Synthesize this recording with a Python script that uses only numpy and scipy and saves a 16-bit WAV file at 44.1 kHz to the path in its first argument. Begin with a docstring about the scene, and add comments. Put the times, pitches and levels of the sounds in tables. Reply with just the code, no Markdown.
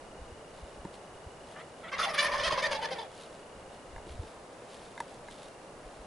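"""A far hush of air, a faint insect trill and stirring dry grass fill open woodland from the start.
Early on the hand-held camera begins to thud and click, and the grass to rustle in swells of tiny snaps.
From 1.5 s a wild turkey gives two thin whines, then one rattling gobble until about 3.1 s.
The two sides of its syrinx sound at once: one a harsh pulse train, the other a wavering tone.
Nearby brush and the trees scatter the call; air, insect, grass and camera go on after it."""
import sys
import numpy as np
from scipy import signal
from scipy.fft import rfft, irfft, next_fast_len
from scipy.io import wavfile
from scipy.ndimage import uniform_filter1d

SR = 44100
rng = np.random.default_rng(int(sys.argv[2]) if len(sys.argv) > 2 else 0)


def write(x):
    x = np.atleast_2d(x).T
    wavfile.write(sys.argv[1], SR, np.round(np.clip(x, -1, 1) * 32767).astype(np.int16))

N = 267246
TIME = np.arange(N) / SR

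EDGE_HZ = 11200  # upper band edge of the recorder
CALL_END_S = 3.07  # where the last slack stretch of the gobble ends


def amp(db):
    """Amplitude factor of a level in dB."""
    return 10 ** (np.asarray(db) / 20)


def evened(x):
    """The signal scaled to an RMS of one."""
    return x / np.sqrt(np.mean(x ** 2) + 1e-20)


def read(points, hz):
    """A table of (Hz, value) joined on a log-frequency axis."""
    f, value = np.transpose(points)
    return np.interp(np.log(hz + 1), np.log(f + 1), value)


def add(mix, s, sound):
    """Lay a sound into the mix from the moment s in seconds."""
    part = mix[max(round(s * SR), 0):][:len(sound)]
    part += sound[:len(part)]


def wander(count, hz):
    """Slow chance of unit size that changes up to about hz times a second."""
    size = next_fast_len(count + 8192)  # room to spare, so that short pieces wander too
    f = np.fft.rfftfreq(size, 1 / SR)
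    slowed = rfft(rng.standard_normal(size)) / (1 + (f / hz) ** 4)
    return evened(irfft(slowed, size))[:count]


def tinted(spectrum):
    """Steady noise of unit RMS with the given spectrum."""
    gain = amp(read(spectrum, np.fft.rfftfreq(N, 1 / SR)))
    return evened(irfft(rfft(rng.standard_normal(N)) * gain, N))


def air(hush_db=-49.5, rumble_db=-62, gust_db=3, apart_db=-12):
    """The steady far hush of the woods, with a lumpy rumble of moving air at the microphone."""
    # spectrum of the hush: (frequency [Hz], relative density [dB per Hz])
    hush_spectrum = [(12, -41), (20, -19.5), (145, -4), (295, -4.5), (475, 0.5), (587, 0.5), (2380, -18.5),
                     (2860, -21), (3350, -24), (10200, -26.5), (11000, -29), (14300, -116), (22000, -120)]
    # likeness of the two channels: (frequency [Hz], likeness [0-1])
    likeness = [(60, 1), (170, 0.92), (490, 0.94), (1400, 0.58), (3990, 0.18), (11400, 0.82)]
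    # course of the rumble about its mean: (time [s], level [dB])
    breeze = [(0, 1), (.8, 2), (1.6, -12), (2.5, 8.5), (3.0, -6.5), (3.65, 1), (4.15, 8), (4.6, -8),
              (5.2, -2), (5.6, -7), (6.06, 2)]
    rumble_spectrum = [(10, -3.0), (30, 1.5), (90, -4), (250, -33), (1000, -73)]  # (Hz, dB per Hz)
    middle, other = tinted(hush_spectrum), tinted(hush_spectrum)
    same = np.clip(read(likeness, np.fft.rfftfreq(N, 1 / SR)), 0, 1)
    side = irfft(rfft(other) * np.sqrt((1 - same) / (1 + same)), N)
    hush = amp(hush_db) * np.array([middle + side, middle - side])
    gusts = amp(rumble_db + np.interp(TIME, *np.transpose(breeze)) + gust_db * wander(N, 6.4))
    shared, left, right = (tinted(rumble_spectrum) for _ in range(3))
    return hush + gusts * (shared + amp(apart_db) * np.array([left, right]))


def grass(stir_db=-68, stir_swing_db=3.5, stir_hz=9.2, snap_db=3.2):
    """Dry stalks stir faintly throughout and brush past each other in soft swells of tiny snaps."""
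    # clearest brushes: (middle [s], length [s], level [dB])
    rustles = [(0.948, 0.029, -57.5), (1.5, 0.077, -62.5), (3.202, 0.16, -56.5), (4.106, .05, -59.5),
               (4.283, 0.07, -63), (4.8, 0.24, -61), (5.077, 0.18, -63.5), (5.321, 0.045, -58),
               (5.43, 0.15, -61.5)]
    # spectrum of the stalks: (frequency [Hz], relative density [dB per Hz])
    stalks = [(300, -26), (1500, -5), (3600, 1.5), (6000, -7.5), (11000, -8.5)]
    swell = sum(amp(db) * np.exp(-(2 * (TIME - s) / length) ** 2) for s, length, db in rustles)
    stir = amp(stir_db + stir_swing_db * wander(N, stir_hz))
    snaps = evened(tinted(stalks) * amp(snap_db * wander(N, 210)))
    return (swell + stir) * snaps


def insect(chirps_per_s=30.2, waver=0.0119):
    """A distant trill: one soft whistle for each wing stroke."""
    # course of the trill: (time [s], whistle pitch [Hz], level [dB])
    trill_course = [(0, 2860, -69), (.7, 2890, -68.5), (1.8, 2890, -68.5), (3.3, 2870, -68.5),
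                    (4.1, 2860, -68.5), (4.3, 2840, -94), (5.3, 2810, -75), (5.6, 2800, -70),
                    (6.06, 2800, -74)]
    s, hz, db = np.transpose(trill_course)
    strokes = np.cumsum(chirps_per_s * (1 + 0.0034 * wander(N, 3.5))) / SR
    turns = np.cumsum(np.interp(TIME, s, hz) * (1 + waver * wander(N, 150))) / SR
    # a little of the whistle stays between the strokes
    trill = np.sin(2 * np.pi * turns) * (.04 + np.sin(np.pi * strokes) ** 6)
    return amp(np.interp(TIME, s, db) + wander(N, 27)) * evened(trill)


def knock(db, hard_hz, octaves=0.89, rise_cycles=1.83, tick_decay_s=0.0028,
          tick_db=6, tick_growth=1.76, tick_full_hz=900):
    """A contact feeds the case modes near its own hardness; low modes take longer to build up."""
    # modes of the camera body: (nominal frequency [Hz], level [dB], t60 [s])
    case = [(194, 3.5, 0.033), (332, 5, 0.021), (938, 2.5, 0.034), (1750, 0, 0.021), (2120, -4, 0.035),
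            (3960, -3, 0.017), (7260, -2, 0.014)]
    t = TIME[:SR // 10]
    ring = 0
    for hz, mode_db, t60 in case:
        tone = amp(mode_db - 60 * t / t60) * np.sin(2 * np.pi * hz * rng.uniform(0.93, 1.01) * t)
        rise = 1 - np.exp(-(t * max(hz, 700) / rise_cycles) ** 2)
        ring = ring + tone * rise / (1 + (np.log2(hz / hard_hz) / octaves) ** 2)
    # the tick grows faster with level than the ring; soft contacts tick less
    tick = rng.standard_normal(len(t)) * np.exp(-t / tick_decay_s)
    tick_gain = amp(tick_db + tick_growth * db) * min(hard_hz / tick_full_hz, 1) ** 2
    return amp(db) * ring + tick_gain * tick


def camera(thud_cycles=2.6):
    """Fingers knock the case into short ringing; the palm gives dull thuds."""
    # knocks on the case: (time [s], drive level [dB], hardness as the frequency excited most [Hz])
    knocks = [(0.85, -24.5, 280), (.852, -39.5, 1000), (2.526, -22.5, 606), (3.961, -36, 1280),
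              (3.98, -40, 1200), (4.068, -34, 280), (4.232, -32, 378), (4.977, -32.5, 1650),
              (5.003, -22.5, 1010), (5.284, -36.5, 1590)]
    # thuds of the hand: (middle [s], level [dB], pitch [Hz])
    thuds = [(.224, -39.5, 55), (.325, -42.5, 79.6), (0.637, -38.5, 60.4), (.8, -43, 55),
             (1.272, -38.5, 75), (2.48, -40.5, 55), (2.534, -39, 98), (4.103, -41.5, 72), (4.14, -45, 85),
             (4.2, -30, 80.5), (5.87, -45, 42), (6.009, -44, 47.7)]
    out = np.zeros(N)
    for s, db, hard_hz in knocks:
        add(out, s, knock(db, hard_hz))
    for s, db, hz in thuds:
        reach = thud_cycles / hz  # seconds to either side of the middle
        u = np.arange(-reach, reach, 1 / SR)
        swell = np.exp(-(4.1 * u / reach) ** 2)
        add(out, s - reach, amp(db) * np.sin(2 * np.pi * (hz * u + rng.random())) * swell)
    return out


def whine(s, length, first_hz, middle_hz, last_hz, db, jitter=0.014, flutter_db=3, hoarse=0.67):
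    """A thin, hoarse note whose few partials slide together."""
    # levels of harmonics 1-6: level [dB]
    partials_db = [-7.5, -2.5, -2, -14, -11, -20]
    count = round(length * SR)
    curve = np.polyfit([0, .5, 1], [first_hz, middle_hz, last_hz], 2)
    bend = np.polyval(curve, np.linspace(0, 1, count))
    phase = 2 * np.pi * np.cumsum(bend * (1 + jitter * wander(count, 120))) / SR
    note = sum(amp(partial_db + flutter_db * wander(count, 80))
               * np.sin(k * phase + hoarse * wander(count, 330))
               for k, partial_db in enumerate(partials_db, 1))
    return s, amp(db) * evened(note) * signal.windows.tukey(count, .4)


def throat(x, swell_db, beak_db, top_hz, low_hz=850, high_hz=2800, cut_hz=430, shift=0.029, size=2048):
    """Causal ringing of the airway; a swollen throat lifts the bass and an open beak the treble."""
    # windpipe and mouth resonances: (nominal frequency [Hz], nominal width [Hz], level [dB])
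    resonances = [(567, 146, 3), (1150, 2300, -7), (1837, 130, 0), (2130, 620, -7), (3260, 400, -6),
                  (3420, 360, -21), (4150, 920, -11.5), (4920, 620, -8.5), (6130, 600, -15),
                  (8100, 2400, -30.5), (9960, 1000, -20.5)]
    f = abs(np.fft.fftfreq(size, 1 / SR)) + 1
    stretch = 1 + shift * rng.standard_normal(len(resonances))  # the shaking neck retunes each one
    power = sum(amp(db) ** 2 / (1 + ((f - hz * k) / (0.69 * width)) ** 2) ** 2
                for (hz, width, db), k in zip(resonances, stretch))
    shelves_db = swell_db / (1 + (f / low_hz) ** 6) + beak_db / (1 + (high_hz / f) ** 10)
    edges = np.hypot(1, (cut_hz / f) ** 2) * np.hypot(1, (f / top_hz) ** 3)
    log_gain = np.log(np.sqrt(power) * amp(shelves_db) / edges + 1e-5)
    ring = np.fft.ifft(np.exp(np.conj(signal.hilbert(log_gain)))).real  # minimum phase
    return signal.fftconvolve(x, ring)[:len(x)]


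def syllable(s, length, db, first_hz, last_hz, rough, swell_db, beak_db, tone_hz, tone_db, arch_db,
             fade=.007, arch=.035, jitter=.025, smear=1.33, flutter_db=8, rattle_db=2,
             tone_jitter=0.042, tone_flutter_db=3):
    """One beat of the gobble: both sides of the syrinx, shaken more as the voice gets rough."""
    t = np.arange(-fade, length + fade, 1 / SR)
    count, rough = len(t), np.clip(rough, 0, 1)
    from_edge = np.minimum(t + fade, length + fade - t)
    gate = np.sin(np.pi / 2 * np.clip(from_edge / (2 * fade), 0, 1))
    push = np.sin(np.pi * np.clip(t / length, 0, 1)) - 2 / np.pi  # highest in mid-beat

    # first side: a pulse train, whose partials stagger in phase and strength when rough
    glide = np.interp(t, [0, length], [first_hz, last_hz])
    hz = glide * (1 + rough * (arch * push + jitter * wander(count, 110)))
    turns = np.cumsum(hz) / SR
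    pulses = sum(amp(flutter_db * rough * wander(count, 67))
                 * np.cos(2 * np.pi * k * turns + smear * rough * wander(count, 93))
                 for k in np.arange(1, int(EDGE_HZ / first_hz) + 2))
    puffs = (0.3 + np.exp(-(turns % 1) / 0.17)) * rng.standard_normal(count)  # air escapes once a cycle
    drive = (1 - rough) * evened(pulses) + 1.27 * rough * evened(puffs)
    drive = drive * amp(rattle_db * rough * wander(count, 170))
    top_hz = np.interp(db, [-50, -41, -28], [3300, 6000, 11000])  # a harder push is brighter
    voice = evened(throat(drive, swell_db, beak_db, top_hz))

    # second side: a wavering tone
    tone_turns = np.cumsum(tone_hz * (1 + tone_jitter * rough * wander(count, 140))) / SR
    tone_swing = (1 + rough * wander(count, 216)) * amp(tone_flutter_db * wander(count, 89))
    tone = evened(tone_swing * np.sin(2 * np.pi * tone_turns))
    return s - fade, gate * amp(arch_db * push) * (amp(db) * voice + amp(tone_db) * tone)


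def course(s):
    """Level between pushes, throat, beak and second tone at a moment of the call."""
    # how the call runs: (time [s], level between pushes [dB], swell of the throat [dB],
    # opening of the beak [dB], second tone [Hz])
    call_course = [(1.931, -45.5, -12, -8, 1063), (2.02, -40, -4, 1, 1309), (2.076, -40, -11, -5, 846),
                   (2.11, -44, 8, -0.5, 1200), (2.19, -35.5, -17.5, -4, 1160),
                   (2.29, -36, -2.5, -4.5, 1020), (2.43, -35.5, -4.5, -0.5, 1071),
                   (2.6, -39, -1, -0.5, 1007), (2.8, -44.5, 1, 0, 902), (3.0, -45.5, 8, 5, 872),
                   (3.06, -54, 3, 9, 846)]
    times, *columns = np.transpose(call_course)
    return [np.interp(s, times, column) for column in columns]


def beat(s, length, db, hz, glide_hz, rough, tone_db, shut_db, arch_db, tone_scatter=0.0346):
    """A syllable coloured by how far the call has run."""
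    _, swell_db, beak_db, tone_hz = course(s + length / 2)
    tone_hz *= 1 + tone_scatter * rng.standard_normal()  # lands a little off its course
    return syllable(s, length, db, hz - glide_hz / 2, hz + glide_hz / 2, rough,
                    swell_db, beak_db + shut_db, tone_hz, tone_db, arch_db)


def squeak(s, length, first_hz, last_hz, db, octave_db=-13, jitter=0.0049):
    """A membrane briefly locks into a gliding whistle."""
    count = round(length * SR)
    hz = np.linspace(first_hz, last_hz, count) * (1 + jitter * wander(count, 150))
    phase = 2 * np.pi * np.cumsum(hz) / SR
    octave = amp(octave_db) * (2000 / first_hz) ** 3 * np.sin(2 * phase)  # weaker in high squeaks
    return s, amp(db) * np.sqrt(2 * np.hanning(count)) * (np.sin(phase) + octave)


def gobble(push_arch_db=1.5, slack_arch_db=2, shortest_s=.006,
           slack_pitch=0.95, slack_rough=0.55, slack_beak_db=-5, slack_tone_db=-3.5,
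           squeak_chance=.55, squeak_below_db=-10.5, squeak_s=0.021,
           squeak_low_hz=2144, squeak_high_hz=3950, squeak_glide=0.065):
    """Each push gives a loud beat, now and then a squeak; the voice runs on slackly until the next."""
    # pushes of the call: (start [s], length [s], level [dB], middle pitch [Hz], glide [Hz],
    # roughness [0-1], second tone level [dB])
    pushes = [(1.922, 0.03, -37, 528, 12.5, 0.38, -42), (1.987, .032, -34, 649, 57.5, .8, -31),
              (2.019, 0.04, -32.5, 702, -22.5, 0.52, -37.5), (2.063, 0.027, -40.5, 653, 50, 0.57, -36.5),
              (2.085, 0.032, -36.5, 656, -39, 0.46, -46), (2.138, .028, -36.5, 610, 27, 0.74, -39.5),
              (2.182, 0.03, -25, 581.4, 7.5, 0.25, -48), (2.21, 0.066, -29, 596.6, 23, 0.48, -37.5),
              (2.32, 0.046, -33.5, 591, -44.5, 0.52, -34.5), (2.377, 0.038, -33.5, 584, 43, 0.45, -39.5),
              (2.435, 0.028, -30, 642, 61.5, .34, -50), (2.462, 0.027, -30, 627.7, -28.5, 0.48, -35.5),
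              (2.504, 0.018, -36.5, 542, -32, .6, -32.5), (2.52, 0.026, -32, 617.5, -33.5, 0.4, -36),
              (2.575, 0.033, -34, 533, -6, 0.54, -34.5), (2.626, 0.021, -30.5, 612, 41, 0.32, -40),
              (2.652, .021, -30, 597, -21, 0.44, -43), (2.712, 0.025, -31.5, 560.7, -41, 0.45, -41),
              (2.741, 0.028, -35.5, 547, 1, 0.35, -39.5), (2.77, 0.027, -44.5, 585, 15, 0.56, -39.5),
              (2.819, 0.03, -38, 501.4, -0.5, 0.45, -38), (2.844, 0.019, -36, 600, -2, 0.5, -42),
              (2.911, 0.032, -36.5, 522.3, -45.5, .44, -43.5), (2.988, 0.018, -42.5, 447, 7, 0.3, -39),
              (3.005, .03, -45.5, 505, 16, 0.68, -45.5)]
    out = np.zeros(N)
    call_end = (CALL_END_S,) + pushes[-1][1:]
    for row, following in zip(pushes, pushes[1:] + [call_end]):
        add(out, *beat(*row, 0, push_arch_db))
        s, length, _, hz = row[:4]
        end, pause, next_hz = s + length, following[0] - s - length, following[3]
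        if pause > shortest_s:
            # pitch sags, the beak closes a little and the second tone sinks under the voice
            slack_db = course(end + pause / 2)[0]
            add(out, *beat(end, pause, slack_db, slack_pitch * (hz + next_hz) / 2, (next_hz - hz) / 2,
                           slack_rough, slack_db + slack_tone_db, slack_beak_db, slack_arch_db))
    # any push may squeak, under its own level
    for (s, length, db, *_), (luck, when, pitch, bend) in zip(pushes, rng.random((len(pushes), 4))):
        if luck < squeak_chance:
            hz = squeak_low_hz + pitch * (squeak_high_hz - squeak_low_hz)
            last_hz = hz * (1 + squeak_glide * (2 * bend - 1))
            add(out, *squeak(s + when * length - squeak_s / 2, squeak_s, hz, last_hz, db + squeak_below_db))
    return out


def crackle(effort, fizz_db=-41, flicker_db=2.5):
    """A high crackle near 10 kHz that follows the effort of the call."""
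    # course of the crackle relative to the effort: (time [s], level [dB])
    crackle_course = [(1.96, -22), (2.0, -3), (2.04, 0.5), (2.1, -8), (2.15, 7), (2.19, -24), (2.23, 7),
                      (2.28, -8), (2.5, -15), (2.9, -8.5)]
    hiss = tinted([(5000, -42), (9300, -11.5), (10300, -2.5), (11000, -0.5), (12500, -57)])
    fizz = evened(hiss * amp(flicker_db * wander(N, 320)))
    return amp(fizz_db + np.interp(TIME, *np.transpose(crackle_course))) * effort * fizz


def purr(effort, end_db=-48, growth_db_per_s=5.5):
    """The breast purrs low with the root of the effort, and more as the call runs down."""
    hum = tinted([(80, -31), (150, -7.5), (185, 0.0), (240, -14.0), (400, -15), (900, -62)])
    growth_db = growth_db_per_s * np.minimum(TIME - CALL_END_S, 0)
    return amp(end_db + growth_db) * np.sqrt(effort) * hum


def brush(call, brush_db=-13):
    """Nearby stalks answer from 3 ms on within about 30 ms, differently at each ear."""
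    lag = TIME[:1400]
    scatter = rng.standard_normal(len(lag)) * np.exp(-lag / .009) * (lag > .003)
    side = amp(brush_db) * signal.oaconvolve(call, scatter / np.linalg.norm(scatter))[:N]
    return np.array([side, -side])


def woods(x, first_s=.012, low_t60=0.43, high_t60=0.18, order=40):
    """Trunks and ground scatter sound back as sparse echoes, different at each ear."""
    # one sample in `order`, on average, holds an echo
    taps = rng.standard_normal((2, SR)) * (rng.random((2, SR)) < 1 / order) * (TIME[:SR] > first_s)
    hz, t, z = signal.stft(taps, SR, nperseg=256)
    t60 = read([(600, low_t60), (8000, high_t60)], hz)[:, None]  # treble dies sooner
    tail = signal.istft(z * amp(-60 * t / t60), SR, nperseg=256)[1]
    return signal.fftconvolve(x[None], tail / np.linalg.norm(tail[0]), axes=1)[:, :N]


def turkey(woods_db=-16):
    """The call arrives directly, scattered by the nearby brush, and from the trees."""
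    # notes before the gobble: (start [s], length [s], first, middle, last pitch [Hz], level [dB])
    whines = [(1.553, 0.0744, 580, 610, 710, -48), (1.826, .084, 735, 650, 837, -46)]
    # loudest squeaks: (start [s], length [s], first pitch [Hz], last pitch [Hz], level [dB])
    squeaks = [(1.934, 0.03, 2144, 1940, -41.5), (2.024, 0.031, 3523, 3510, -36.5),
               (2.18, 0.013, 1447, 1730, -34.5), (2.186, 0.017, 3450, 3580, -31),
               (2.619, 0.026, 2130, 2360, -36), (2.633, 0.028, 1748, 1892, -29),
               (2.848, 0.019, 1753, 1710, -36), (2.984, 0.016, 3510, 3520, -42)]
    call = gobble()
    for row in whines:
        add(call, *whine(*row))
    for row in squeaks:
        add(call, *squeak(*row))
    effort = np.sqrt(abs(uniform_filter1d(call ** 2, size=300)))
    effort /= effort.max()
    call += crackle(effort) + purr(effort)
    return call + brush(call) + amp(woods_db) * woods(call)


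def scene():
    """Air, grass and insect around the microphone, the handled camera, and the turkey."""
    return air() + grass() + insect() + camera() + turkey()


def record(dry):
    """The recorder's steep band limit."""
    band = signal.firwin(511, EDGE_HZ, window=("kaiser", 8), fs=SR)
    return signal.oaconvolve(dry, band[None], "same", axes=1)


dry = scene()
out = record(dry)
write(out)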